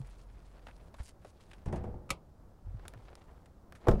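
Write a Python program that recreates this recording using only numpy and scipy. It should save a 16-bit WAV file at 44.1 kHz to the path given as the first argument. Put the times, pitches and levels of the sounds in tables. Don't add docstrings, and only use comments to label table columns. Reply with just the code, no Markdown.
import sys
import numpy as np
from scipy import signal
from scipy.fft import rfft, irfft
from scipy.io import wavfile
from scipy.ndimage import uniform_filter1d

SR = 44100
rng = np.random.default_rng(int(sys.argv[2]) if len(sys.argv) > 2 else 0)


def pcm_store(signal):
    levels = np.round(np.clip(np.atleast_2d(signal), -1, 1) * 32767)
    wavfile.write(sys.argv[1], SR, levels.astype(np.int16).T)


N = 176400

# f/Hz, gain/dB
RUMBLE_EQ = [(20, -5), (55, 0), (240, -17), (650, -21.5), (1400, -31.5), (3000, -54)]
HISS_EQ = [(900, 7), (1600, -7.5), (5000, -4), (15500, -16)]
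# t/s, level/dB, f/Hz, fade/s
BUMP_CUES = [(.002, -31.5, 129, 0.018), (0.028, -46.5, 44.4, 0.84), (1.001, -29.5, 62.5, 0.015),
             (2.646, -40.5, 43.8, 0.22), (2.668, -37.5, 86.7, 0.053), (2.744, -31.5, 106, 0.017),
             (2.958, -44, 112, 0.031)]
# centre t/s, half width/s, level/dB, tilt/(dB per octave)
SCUFF_CUES = [(0.054, 0.2, -68.5, -2.5), (0.617, 0.29, -71.5, -3), (1.006, 0.03, -63, -2),
              (1.065, 0.028, -56.5, 0.5), (1.274, 0.04, -67.5, 0), (1.49, 0.14, -72.5, -2),
              (3.06, 0.28, -70, -6), (3.878, 0.047, -61.5, -7.5), (3.985, 0.15, -66, -4.5)]
# t/s, level/dB, tilt/(dB per octave), ring f/Hz, fade/s
TICK_CUES = [(.07, -65, 4, 1970, 0.0053), (.669, -52.5, -5, 2390, 0.0053), (0.684, -59, -5.5, 1760, 0.012),
             (.711, -62, -6, 2500, 0.0036), (0.942, -55, -4.5, 1274, 0.007),
             (0.985, -61, -4.5, 1500, 0.005), (1.248, -55, -6, 540, 0.0069),
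             (1.407, -65.5, -0.5, 3070, 0.013), (1.5136, -54.5, -3, 2580, .004),
             (1.5333, -54.5, -3, 2320, 0.0063), (2.795, -63.5, -5, 1660, 0.0052),
             (2.853, -58, -6, 1580, 0.008), (2.8813, -37, 0.5, 14700, 0.00096),
             (2.9377, -63.5, -9, 1580, 0.0054), (3.103, -73.5, -11.5, 560, 0.0096),
             (3.154, -47.5, 1.5, 1800, 0.00097), (3.458, -60, 0.5, 1580, 0.0044),
             (3.7239, -53, -5.5, 1600, 0.003), (3.7514, -59, -0.5, 1580, 0.015)]
# f/Hz, gain/dB
GRIT_EQ = [(100, 6), (550, 8), (4400, 3), (6000, 0), (7500, 0), (10000, 0), (15000, -23)]

# t/s, bass level/dB, mid level/dB, treble level/dB
LATCH_HITS = [(2.092, -44, -45.5, -59), (2.1037, -35, -23.5, -30), (2.1072, -30, -32.5, -51)]
HOOD_HITS = [(1.657, -31.5, -39.5, -25.5), (1.679, -36, -36.5, -31), (1.7245, -29, -30, -23.5),
             (1.757, -36, -40, -24), (1.837, -38.5, -34.5, -33.5), (1.872, -42.5, -38.5, -50),
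             (1.938, -45, -39.5, -47)]
DOOR_HITS = [(3.8695, -32, -17.5, -21), (3.8835, -14.5, -12, -4), (3.911, -29.5, -27, -13),
             (3.933, -19.5, -38, -46)]
# f/Hz, relative level/dB
LATCH_RINGS = [(172, -3.5), (545, -5.5), (1270, 4), (2000, -3), (2270, 2.5), (2437, 4)]
HOOD_RINGS = [(60, -3), (99, -8), (155, -1.5), (201, 2.5), (356, 1), (488, -4), (597, -9), (690, -13),
              (850, -8)]
DOOR_RINGS = [(47, 11), (88, -8), (160, 1), (201, 2.5), (387, 5), (489, -0.5), (537, -5.5), (635, -4.5),
              (766, -10.5), (1058, -12.5), (1320, -9)]
# f/Hz, gain/dB
LATCH_EQ = [(100, 4), (300, -5), (1250, -4.5), (1700, -22.5), (2300, -4), (4700, -7), (10000, -6.5),
            (14500, -27.5)]
HOOD_EQ = [(25, 6), (110, 4), (260, -6), (800, -11), (1150, -23), (1700, -29.5), (4000, -46.5), (9500, -49),
           (15000, -71)]
DOOR_EQ = [(25, 6.5), (110, -1.5), (190, -0.5), (290, -7), (520, -1), (1000, -14), (2600, -39), (8500, -51),
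           (15000, -59.5)]
# f/Hz, T60/s
LATCH_T60 = [(200, 0.65), (1500, 0.16), (8000, 0.081)]
HOOD_T60 = [(100, 0.82), (800, 0.51), (2400, 0.46), (7000, 0.12)]
DOOR_T60 = [(60, 0.73), (400, 0.37), (3500, 0.17)]


def amp(db):
    return 10 ** (np.asarray(db) / 20)


def curve_at(points, hz):
    f, value = np.transpose(points)
    return np.interp(np.log(hz + 1), np.log(f + 1), value)


def unit_rms(x):
    return x / np.sqrt(np.mean(x ** 2) + 1e-20)


def place(mix, start_s, sound):
    part = mix[max(round(start_s * SR), 0):][:len(sound)]
    part += sound[:len(part)]


def bins(x):
    return np.fft.rfftfreq(len(x), 1 / SR)


def eq(x, points):
    return irfft(rfft(x) * amp(curve_at(points, bins(x))), len(x))


def yard(rumble_db=-56, swell_db=1.5, hiss_db=-78):
    swell = unit_rms(uniform_filter1d(uniform_filter1d(rng.standard_normal(N), size=5000), size=3000))
    rumble = unit_rms(eq(rng.standard_normal(N), RUMBLE_EQ)) * amp(rumble_db + swell_db * swell)
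    hiss = unit_rms(eq(rng.standard_normal(N), HISS_EQ)) * amp(hiss_db)
    return rumble + hiss


def bumps(rise_s=0.0013):
    out, t = np.zeros(N), np.arange(SR) / SR
    for start_s, db, hz, fade_s in BUMP_CUES:
        envelope = (1 - np.exp(-t / rise_s)) * np.exp(-t / fade_s)
        place(out, start_s, amp(db) * envelope * np.sin(2 * np.pi * hz * t))
    return out


def grit_tone(x, db, tilt_db, pivot_hz=2820):
    octaves = np.log2(np.maximum(bins(x), 700) / pivot_hz)
    return irfft(rfft(eq(x, GRIT_EQ)) * amp(db + tilt_db * octaves), len(x))


def uneven_friction(x, flicker_db=3.3, size=512):
    frames = signal.stft(x, nperseg=size)[2]
    patches = uniform_filter1d(rng.standard_normal(frames.shape), size=70, axis=0)
    flicker = unit_rms(uniform_filter1d(patches, size=3, axis=1))
    return signal.istft(frames * amp(flicker_db * flicker), nperseg=size)[1][:N]


def scuffs(grains_per_s=3500, spread_db=2):
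    out, t = np.zeros(N), np.arange(N) / SR
    for centre_s, half_s, db, tilt_db in SCUFF_CUES:
        grains = rng.standard_normal(N) * (rng.random(N) < grains_per_s / SR)
        accents = amp(spread_db * np.minimum(rng.exponential(1, N), 4))
        offset = (t - centre_s) / half_s
        swell = np.exp(-offset ** 2 / 2 - offset ** 4 / 10)
        out += grit_tone(unit_rms(grains * accents), db, tilt_db) * swell
    return uneven_friction(out)


def ticks(ring_db=8.5, ring_octaves=0.61, size=4096):
    out, t = np.zeros(N), np.arange(size) / SR
    for start_s, db, tilt_db, ring_hz, fade_s in TICK_CUES:
        ring = amp(ring_db * np.exp(-(np.log2((bins(t) + 1) / ring_hz) / ring_octaves) ** 2))
        crack = irfft(rfft(grit_tone(rng.standard_normal(size), db, tilt_db)) * ring)
        envelope = np.exp(-t / fade_s) + amp(-25) * np.exp(-t / 0.014)
        place(out, start_s, crack * envelope)
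    return out


def onset(t, hz, attack_s):
    rise_s = attack_s * (1000 / hz) ** 0.37
    return np.minimum(t / rise_s, 1), np.maximum(t - rise_s, 0)


def dense_ring(t, colour, t60, tone, attack_s, crack_s, tail_db, bands=16):
    hz, noise = bins(t), rng.standard_normal(len(t))
    spectrum = rfft(unit_rms(eq(noise, colour))) * amp(curve_at(tone, hz))
    centres = np.geomspace(50, 14000, bands)
    out = np.zeros(len(t))
    for centre, solo in zip(centres, np.eye(bands)):
        band = irfft(spectrum * curve_at(list(zip(centres, solo)), hz))
        rise, age = onset(t, centre, attack_s)
        crack = np.exp(-age / crack_s * (centre / centres[bands // 2]) ** 0.2)
        tail = amp(tail_db - 60 * age / curve_at(t60, centre))
        out += band * rise * np.hypot(crack, tail)
    return out


def struck(hits, rings, colour, t60, tone_hz, ring_db, ring_share, attack_s, crack_s, tail_db):
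    out, t = np.zeros(N), np.arange(32768) / SR
    for start_s, *levels in hits:
        tone = list(zip(tone_hz, levels))
        place(out, start_s, dense_ring(t, colour, t60, tone, attack_s, crack_s, tail_db))
        for hz, db in rings:
            rise, age = onset(t, hz, attack_s)
            fall = amp(-60 * age / (ring_share * curve_at(t60, hz)))
            gain = amp(ring_db + db + curve_at(tone, hz))
            place(out, start_s, -gain * rise * fall * np.sin(2 * np.pi * hz * t))
    return out


def latch():
    return struck(LATCH_HITS, LATCH_RINGS, LATCH_EQ, LATCH_T60, tone_hz=(200, 1500, 8000),
                  ring_db=-9, ring_share=0.3, attack_s=0.0018, crack_s=0.0091, tail_db=-14)


def hood():
    return struck(HOOD_HITS, HOOD_RINGS, HOOD_EQ, HOOD_T60, tone_hz=(150, 600, 5000),
                  ring_db=-16.5, ring_share=0.92, attack_s=0.005, crack_s=0.017, tail_db=-7)


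def door(puff_at_s=3.886, puff_width_s=0.0029, puff_db=-18.5):
    offset = (np.arange(N) / SR - puff_at_s) / puff_width_s
    puff = -amp(puff_db) * (np.exp(-offset ** 2) - np.exp(-(offset / 2 - 1) ** 2) / 2)
    clunk = struck(DOOR_HITS, DOOR_RINGS, DOOR_EQ, DOOR_T60, tone_hz=(170, 800, 5000),
                   ring_db=-15, ring_share=0.48, attack_s=0.00262, crack_s=0.0068, tail_db=-14.5)
    return puff + clunk


def scene():
    return (hood() + latch() + door() + ticks() + scuffs() + bumps() + yard())[None]


def record(dry, cutoff_hz=15900):
    high_cut = signal.firwin(401, cutoff_hz, window=("kaiser", 8), fs=SR)
    return signal.oaconvolve(dry, high_cut[None], "same")


dry = scene()
out = record(dry)
pcm_store(out)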